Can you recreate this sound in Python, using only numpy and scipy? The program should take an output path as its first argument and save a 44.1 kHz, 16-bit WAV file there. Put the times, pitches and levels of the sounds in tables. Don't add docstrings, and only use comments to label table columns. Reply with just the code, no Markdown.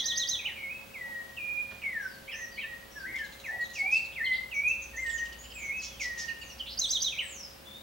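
import sys
import numpy as np
from scipy import signal
from scipy.fft import rfft, irfft, next_fast_len
from scipy.io import wavfile
from scipy.ndimage import map_coordinates

SR = 44100
rng = np.random.default_rng(int(sys.argv[2]) if len(sys.argv) > 2 else 0)


def persist_wave(psi):
    counts = np.round(np.clip(psi, -1, 1) * 32767).astype(np.int16)
    wavfile.write(sys.argv[1], SR, np.atleast_2d(counts).T)


N = 344862
PREROLL = SR // 4
SOFT_EDGES = dict(attack_s=.011, release_s=.013)


def amp(db):
    return 10 ** (np.asarray(db) / 20)


def unit(x):
    return x / np.sqrt(np.mean(x ** 2) + 1e-20)


def along(points, hz):
    knots_hz, values = np.transpose(points)
    return np.interp(np.log(hz + 1), np.log(knots_hz + 1), values)


def wobble(knots_per_s, size):
    knots = rng.standard_normal(int(size * knots_per_s / SR) + 4)
    return map_coordinates(knots, [np.arange(size) * knots_per_s / SR])


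def filtered(x, response):
    size = x.shape[-1]
    padded = next_fast_len(size + 8192)
    return irfft(rfft(x, padded) * response(np.fft.rfftfreq(padded, 1 / SR)), padded)[..., :size]


def bell(x, centre, width):
    return np.exp(-.5 * ((x - centre) / (width / 2)) ** 2)


def phase_of(hz):
    return 2 * np.pi * np.cumsum(hz) / SR


def clock(length_s):
    return np.arange(int(length_s * SR)) / SR


def silence():
    return np.zeros(PREROLL + N)


def add(track, at_s, sound):
    start = PREROLL + round(at_s * SR)
    part = sound[:len(track) - start]
    track[start:][:len(part)] += part


def stereo_noise(coherence, size):
    def mid_side_gains(hz):
        angle = np.arccos(np.clip(along(coherence, hz), -1, 1)) / 2
        return np.array([np.cos(angle), np.sin(angle)])
    mid, side = filtered(rng.standard_normal((2, size)), mid_side_gains)
    return np.array([mid + side, mid - side])


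def air():
    # (frequency [Hz], relative level [dB])
    spectrum = [(20, -15), (45, -6), (120, 0.5), (165, -3.5), (210, 3.5), (260, -2), (800, -4.5),
                (1200, -7), (3000, -9), (6000, -16), (9000, -19)]
    # (frequency [Hz], coherence [0-1])
    coherence = [(60, 0.85), (130, 1), (300, 0.021), (1500, 0.046), (8000, 0.48), (13000, 0.98)]
    level_db = -51.5 + .3 * wobble(3.1, N)
    noise = filtered(stereo_noise(coherence, N), lambda hz: amp(along(spectrum, hz)))
    return amp(level_db) * unit(noise)


def hums():
    # (frequency [Hz], level [dB])
    tones = [(37, -75), (72, -65), (543.5, -63.5), (15736, -67)]
    out = np.zeros(N)
    for hz, db in tones:
        gain = np.sqrt(2) * amp(db + 1.76 * wobble(3.97, N))
        out += gain * np.sin(phase_of(hz + 1.296 * wobble(9, N)))
    return out


def motor():
    # (time [s], level [dB])
    loudness = [(2.2, -79), (2.26, -68), (3.23, -61), (3.47, -66.5), (4.78, -59), (4.96, -53.5),
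                (5.57, -55.5), (5.63, -61.5), (6.09, -55), (6.33, -66), (6.62, -55.5), (7.8, -72)]
    start_s, start_hz, spin_up_hz_per_s, full_hz = 2.2, 29, 72.3, 58.5
    t = np.arange(N) / SR
    shaft_hz = np.minimum(start_hz + spin_up_hz_per_s * np.maximum(t - start_s, 0), full_hz)
    return np.sqrt(2) * amp(np.interp(t, *np.transpose(loudness))) * np.sin(phase_of(shaft_hz))


def puffs():
    # (time [s], length [s], centre [Hz], width [Hz], level [dB])
    swells = [(1.695, 0.046, 1500, 4500, -50), (3.04, 0.11, 257, 220, -55.5)]
    out = silence()
    for at_s, length_s, centre_hz, width_hz, db in swells:
        size = int(length_s * SR)
        noise = unit(filtered(rng.standard_normal(size), lambda hz: bell(hz, centre_hz, width_hz)))
        add(out, at_s, amp(db) * np.hanning(size) * noise)
    return out


def echoes(early_db, late_db):
    # (frequency [Hz], T60 [s])
    wash_t60 = [(2500, 0.61), (7000, 0.43), (14000, 0.18)]
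    wash_rise_s, wall_t60_s, wall_delay_s = .01, .16, .002
    hz, t, spectra = signal.stft(stereo_noise([(2000, .55)], SR * 3 // 4), SR, nperseg=256)
    wash = signal.istft(spectra * amp(-60 * t / along(wash_t60, hz)[:, None]), SR, nperseg=256)[1]
    t = np.arange(wash.shape[1]) / SR
    wash *= 1 - np.exp(-t / wash_rise_s)
    walls = stereo_noise([(2000, .52)], len(t)) * amp(-60 * t / wall_t60_s) * (t > wall_delay_s)
    early = amp(early_db) * walls / np.linalg.norm(walls)
    late = amp(late_db) * wash / np.linalg.norm(wash)
    return np.sqrt(2) * (early + late)


def garden(call, early_db, late_db, pan_db):
    facing_rad = 1.1 * wobble(10, len(call))
    wet = sum(signal.fftconvolve((call * share)[None], echoes(early_db, late_db), axes=1)[:, :len(call)]
              for share in (np.cos(facing_rad), np.sin(facing_rad)))
    direct = np.array([call * amp(pan_db / 2), np.roll(call, 1) * amp(-pan_db / 2)])
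    return (direct + wet)[:, PREROLL:]


def note(pitch_hz, db, waver, waver_per_s, overtones_db=(), attack_s=.0028, release_s=.0026):
    t = np.arange(len(pitch_hz)) / SR
    phase = phase_of(pitch_hz * (1 + waver * wobble(waver_per_s, len(t))))
    air_valve = np.clip(np.minimum(t / attack_s, (t[-1] - t) / release_s), 0, 1)
    beak_hz, beak_width_hz = 11700, 6900
    overtones = sum(amp(level_db) * bell(k * pitch_hz, beak_hz, beak_width_hz) * np.sin(k * phase)
                    for k, level_db in enumerate(overtones_db, 2))
    return np.sqrt(2) * amp(db) * air_valve * (np.sin(phase) + overtones)


def slurs(singer):
    # (voice, time [s], length [s], from [Hz], to [Hz], mid level [dB], swell [dB])
    glides = [("whistler", 1.83, .25, 2280, 1480, -39, -4), ("whistler", 2.275, .036, 2200, 2580, -39, 4),
              ("whistler", 2.305, .05, 3350, 2430, -43.5, 14),
              ("whistler", 2.572, .036, 2200, 2540, -36.5, 4),
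              ("whistler", 2.6, .054, 3350, 2430, -42.5, 15), ("whistler", 2.265, .025, 2850, 3350, -56, 0),
              ("whistler", 2.56, .025, 2850, 3350, -50, 0), ("whistler", 3.18, .1, 1830, 1570, -44, -6),
              ("far", 2.0, .17, 5900, 4300, -65, 0), ("far", 2.31, .07, 4900, 6550, -56, 6.8),
              ("far", 2.38, .085, 6450, 5500, -57, -2), ("far", 2.51, .14, 4850, 3550, -62.5, -3),
              ("far", 3.445, .04, 7200, 5100, -62, 0), ("far", 2.9, .1, 5750, 5480, -62.5, 2),
              ("far", 2.98, .05, 5100, 4200, -63, 0), ("far", 4.98, .08, 7200, 8030, -63, 8),
              ("far", 5.06, .155, 8030, 5850, -54, 2), ("far", 5.38, 0.087, 6700, 7200, -60, -8),
              ("far", 5.53, .15, 7870, 5830, -56.5, 1), ("far", 5.76, 0.074, 6900, 3900, -56, 4.6),
              ("far", 5.85, .14, 3550, 3070, -61, -3), ("far", 6.39, .15, 7350, 5500, -62, 8),
              ("far", 6.82, .14, 8640, 6940, -58, 3), ("far", 7.215, .255, 8550, 4950, -54, 7.3),
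              ("far", 7.65, .16, 3450, 3720, -56.5, 0), ("hoarse", 1.812, 0.0496, 2490, 2350, -46.5, -6),
              ("hoarse", 4.115, 0.0395, 2800, 3400, -53, 0), ("hoarse", 4.32, 0.0596, 3560, 3880, -45.5, 0),
              ("hoarse", 6.578, .025, 5600, 4200, -53, 0), ("hoarse", 6.655, .09, 3200, 4900, -45, -3),
              ("peep", 4.255, 0.0296, 3400, 2850, -36, 0), ("peep", 6.594, .03, 3350, 2800, -35, 0)]
    easing = .5
    for voice, at_s, length_s, from_hz, to_hz, db, swell_db in glides:
        if voice == singer:
            u = clock(length_s) / length_s
            eased = u + easing * (np.sin(np.pi * u / 2) ** 2 - u)
            yield at_s, from_hz * (to_hz / from_hz) ** eased, db + swell_db * (u - .5)


def hoots():
    # (time [s], length [s], pitch [Hz], level [dB], roughness [share of pitch])
    calls = [(.44, 0.066, 854, -66, .025), (.78, .08, 865, -67, .025), (1.03, 0.086, 862, -65, .04),
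             (3.49, 0.088, 779, -57, .12), (3.814, 0.081, 805, -55.5, .09)]
    out = silence()
    for at_s, length_s, hz, db, roughness in calls:
        pitch_hz = np.full(int(length_s * SR), hz)
        add(out, at_s, note(pitch_hz, db, waver=roughness, waver_per_s=200, **SOFT_EDGES))
    return out


def far_birds():
    # (time [s], start level [dB], start pitch [Hz])
    pips = [(4.243, -44, 4450), (4.54, -47.5, 6180), (4.676, -43.5, 6430), (4.815, -46, 6480),
            (4.96, -46, 6430)]
    pip_s, sag_hz_per_s, fade_db_per_s = .035, 17300, 450
    out, t = silence(), clock(pip_s)
    for at_s, pitch_hz, db in slurs("far"):
        add(out, at_s, note(pitch_hz, db, waver=.014, waver_per_s=970, **SOFT_EDGES))
    for at_s, db, hz in pips:
        add(out, at_s, note(hz - sag_hz_per_s * t, db - fade_db_per_s * t,
                            waver=.03, waver_per_s=743, attack_s=.0069))
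    return out


def rasp(length_s):
    # (frequency [Hz], relative level [dB])
    spectrum = [(1500, -21), (2800, 2), (4500, -1.5), (7000, -4.5), (9000, -13), (14000, -29)]
    size = int(length_s * SR)
    hiss = filtered(rng.standard_normal(size), lambda hz: amp(along(spectrum, hz)))
    return unit(hiss * np.hanning(size) * amp(3 * wobble(602, size)))


def hummingbird_chips():
    # (time [s], crest [Hz], tone level [dB], rasp level [dB])
    chips = [(3.153, 3500, -56, -54.5), (3.18, 3240, -49.5, -56.5), (3.241, 4180, -54.5, -58),
             (3.318, 4180, -54, -57), (3.392, 4100, -55, -59), (3.605, 4400, -53, -60),
             (3.635, 4080, -49.5, -64), (3.695, 4200, -55, -60), (3.783, 4930, -50, -57),
             (3.958, 4890, -46, -54), (4.04, 4400, -55, -59), (5.058, 3000, -54, -53),
             (5.092, 3500, -51, -51), (5.174, 3050, -49.5, -60), (5.25, 3090, -53.5, -55),
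             (5.32, 2990, -54, -55), (5.436, 3100, -52, -58), (5.5, 3140, -48, -61),
             (6.278, 2900, -44, -58), (6.411, 2850, -45, -60), (6.495, 2900, -51, -62)]
    length_s, crest_place, bend = .0301, .3, .55
    upper_ratio, upper_db = 1.64, -9
    out, u = silence(), clock(length_s) / length_s
    for at_s, crest_hz, tone_db, rasp_db in chips:
        pitch_hz = crest_hz * (1 - bend * (u - crest_place) ** 2)
        for hz, db in [(pitch_hz, tone_db), (upper_ratio * pitch_hz, tone_db + upper_db)]:
            add(out, at_s, note(hz, db, waver=.02, waver_per_s=900, attack_s=.006, release_s=.008))
        add(out, at_s, amp(rasp_db) * rasp(length_s=.018))
    return out


def hummingbird_scolds():
    # (time [s], level [dB], start pitch [Hz], start resonance [Hz])
    scolds = [(3.728, -52, 766, 6540), (3.908, -50, 730, 6100), (5.815, -46.5, 741, 6600),
              (5.998, -44, 747, 6350), (6.174, -45, 741, 6400)]
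    length_s, rasp_lead_s, rasp_db = .08, .022, -7.5
    pitch_sag, throat_sag, roughness = .45, .27, .03
    out, u = silence(), clock(length_s) / length_s
    harmonics = np.arange(2, 14)[:, None]
    for at_s, db, start_hz, throat_hz in scolds:
        jitter = roughness * np.sqrt(u) * wobble(1200, len(u))
        pitch_hz = start_hz * (1 - pitch_sag * u ** 2) * (1 + jitter)
        throat = bell(harmonics * pitch_hz, throat_hz * (1 - throat_sag * u), throat_hz / 4.2)
        phases = harmonics * phase_of(pitch_hz) + rng.uniform(0, 2 * np.pi, harmonics.shape)
        voice = (throat * np.sin(phases)).sum(0)
        add(out, at_s, amp(db) * unit(voice * u * (1 - u) ** 2))
        add(out, at_s - rasp_lead_s, amp(db + rasp_db) * rasp(length_s + rasp_lead_s))
    return out


def hoarse_calls_and_peeps():
    out = silence()
    for at_s, pitch_hz, db in slurs("hoarse"):
        add(out, at_s, note(pitch_hz, db, waver=.121, waver_per_s=1100, attack_s=.0095))
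    for at_s, pitch_hz, db in slurs("peep"):
        add(out, at_s, note(pitch_hz, db, waver=.025, waver_per_s=900, **SOFT_EDGES))
    return out


def finch_twitter():
    # (delay [s], length [s], crest place [0-1], crest [Hz], drop [Hz], level [dB])
    arches = [(.002, 0.015, 0.53, 5100, 1100, -36.5), (.016, 0.019, .55, 6610, 1900, -27.5),
              (0.042, 0.013, .6, 4154, 200, -29.5), (.057, .034, 0.06, 4000, 830, -31)]
    # (time [s], gain [dB], pitch [ratio])
    syllables = [(-.079, 0.5, .97), (.037, -1.5, .96), (.153, -1.5, .97), (.268, -1.5, .97),
                 (6.77, 0, 0.98), (6.886, .5, 0.97), (7, 0, 0.96)]
    # (delay [s], pitch [Hz], level [dB])
    contour = [(.002, 2628, -31), (.02, 2320, -43), (.046, 2094, -52), (.062, 2427, -35),
               (.075, 3072, -24.5), (.088, 2350, -34), (.105, 1956, -40), (.148, 1610, -58)]
    # (time [s], gain [dB], pitch [ratio])
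    flourishes = [(.388, -4.5, 1), (7.12, -3.5, 1)]
    out = silence()
    for at_s, gain_db, ratio in syllables:
        for delay_s, length_s, crest, crest_hz, drop_hz, db in arches:
            from_crest = np.abs(clock(length_s) / length_s - crest) / max(crest, 1 - crest)
            pitch_hz = ratio * (crest_hz - drop_hz * from_crest ** 1.69)
            add(out, at_s + delay_s, note(pitch_hz, db + gain_db, waver=.0098, waver_per_s=734,
                                          overtones_db=[-22, -30], attack_s=.0056, release_s=.0033))
    knots_s, knots_hz, knots_db = np.transpose(contour)
    t = np.arange(knots_s[0], knots_s[-1], 1 / SR)
    pitch_hz, db = np.interp(t, knots_s, knots_hz), np.interp(t, knots_s, knots_db)
    for at_s, gain_db, ratio in flourishes:
        add(out, at_s + knots_s[0], note(ratio * pitch_hz, db + gain_db, waver=.015, waver_per_s=726))
    return out


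def dives():
    # (time [s], length [s], start [Hz], trough [Hz], end [Hz], dive time constant [s],
    # final level [dB], swell [dB])
    whistles = [(.935, 0.3, 2950, 1975, 1880, .018, -40, 6),
                (1.365, 0.265, 3250, 2400, 2435, .012, -33, 6.5),
                (3.75, .238, 3080, 1890, 2730, .023, -27, 15),
                (4.508, .22, 3200, 1926, 2698, 0.024, -27.5, 13.5),
                (5.041, .2, 2074, 1827, 1875, 0.0076, -35.5, 0),
                (5.993, 0.34, 2840, 1947, 1828, .018, -37.5, 1)]
    for at_s, length_s, start_hz, trough_hz, end_hz, dive_s, db, swell_db in whistles:
        t = clock(length_s)
        slide_hz = trough_hz + (end_hz - trough_hz) * t / length_s
        dive_hz = (start_hz - trough_hz) * np.exp(-t / dive_s)
        yield at_s, slide_hz + dive_hz, db - swell_db * (1 - t / length_s) ** 2


def yodels():
    # (time [s], fall [s], hold [s], start [Hz], low [Hz], held [Hz], end [Hz],
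    # fall level [dB], held level [dB], hold swell [dB])
    calls = [(0, 0.055, 0.22, 2200, 1833, 1866, 1926, -50, -43, 10),
             (0.549, 0.135, 0.13, 2498, 2170, 2516, 2590, -45, -42.5, -9),
             (2.296, 0.05, 0.11, 2655, 1784, 1934, 1885, -50, -43.5, 12),
             (2.595, 0.051, 0.11, 2647, 1780, 1938, 1887, -48.5, -43, 11),
             (2.95, 0.094, 0.14, 1800, 1550, 2020, 2120, -45, -39.5, 6),
             (3.435, .06, 0.15, 2950, 1753, 1952, 1897, -44, -38.5, 9),
             (4.15, .066, 0.146, 2950, 1792, 2100, 2020, -40.5, -30, -2),
             (4.93, 0.033, 0.085, 1950, 1802, 2097, 2072, -44.5, -39, 2),
             (5.549, 0.16, 0.14, 2600, 2174, 2520, 2580, -42, -41.5, -9)]
    fall_easing, fall_swell_db, flip_s = 1.9, 6.5, .017
    for at_s, fall_s, hold_s, start_hz, low_hz, held_hz, end_hz, fall_db, held_db, swell_db in calls:
        t = clock(fall_s + hold_s)
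        fallen, held = np.minimum(t / fall_s, 1), (t - fall_s) / hold_s
        flip = 1 - np.exp(-(np.maximum(t - fall_s, 0) / flip_s) ** 2)
        falling_hz = low_hz + (start_hz - low_hz) * (1 - fallen) ** fall_easing
        holding_hz = held_hz + (end_hz - held_hz) * held
        falling_db = fall_db + fall_swell_db * (fallen - .5)
        holding_db = held_db + swell_db * (held - .5)
        pitch_hz = falling_hz + (holding_hz - low_hz) * flip
        yield at_s, pitch_hz, falling_db + (holding_db - falling_db) * flip


def finch_whistles():
    # (start [s], end [s])
    quavers = [(.56, 0.65), (1.83, 1.84), (2.275, 2.4), (2.572, 2.61), (3.06, 3.18), (5.57, 5.7)]
    # (time [s], depth [dB])
    dips = [(1.55, 6.5), (3.57, 8), (3.905, 7), (4.625, 7), (5.175, 6), (6.087, 8), (6.158, 8), (6.268, 14)]
    vibrato_hz, wander_per_s, dip_width_s = 135, 40.03, .021
    out = silence()
    for at_s, pitch_hz, db in [*dives(), *yodels(), *slurs("whistler")]:
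        t = at_s + np.arange(len(pitch_hz)) / SR
        quavering = sum((t > start_s) & (t < end_s) for start_s, end_s in quavers)
        vibrato = .045 * quavering * np.sin(phase_of(vibrato_hz + 20 * wobble(60, len(t))))
        drift = .0049 * wobble(wander_per_s, len(t))
        flutter_db = 1.7 * wobble(wander_per_s, len(t))
        dip_db = sum(depth_db * bell(t, dip_s, dip_width_s) for dip_s, depth_db in dips)
        add(out, at_s, note(pitch_hz * (1 + vibrato + drift), db + flutter_db - dip_db, waver=.0047,
                            waver_per_s=200, overtones_db=[-40, -37, -33.5, -41], **SOFT_EDGES))
    return out


def scene():
    # (frequency [Hz], left minus right [dB])
    lean = [(1900, 2), (2400, -1)]
    whistles = garden(finch_whistles(), early_db=-2, late_db=-8.5, pan_db=-1.5)
    whistles = filtered(whistles, lambda hz: amp(np.outer([.5, -.5], along(lean, hz))))
    twitter = garden(finch_twitter() + hoarse_calls_and_peeps(), early_db=-3, late_db=-7.5, pan_db=-3.5)
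    feeder = garden(hummingbird_chips() + hummingbird_scolds() + puffs(),
                    early_db=-3, late_db=-5, pan_db=-3.5)
    distant = garden(far_birds() + hoots(), early_db=3.5, late_db=.5, pan_db=1)
    return whistles + twitter + feeder + distant + air() + hums() + motor()


def record(dry):
    return filtered(dry, lambda hz: hz < 15900)


dry = scene()
out = record(dry)
persist_wave(out)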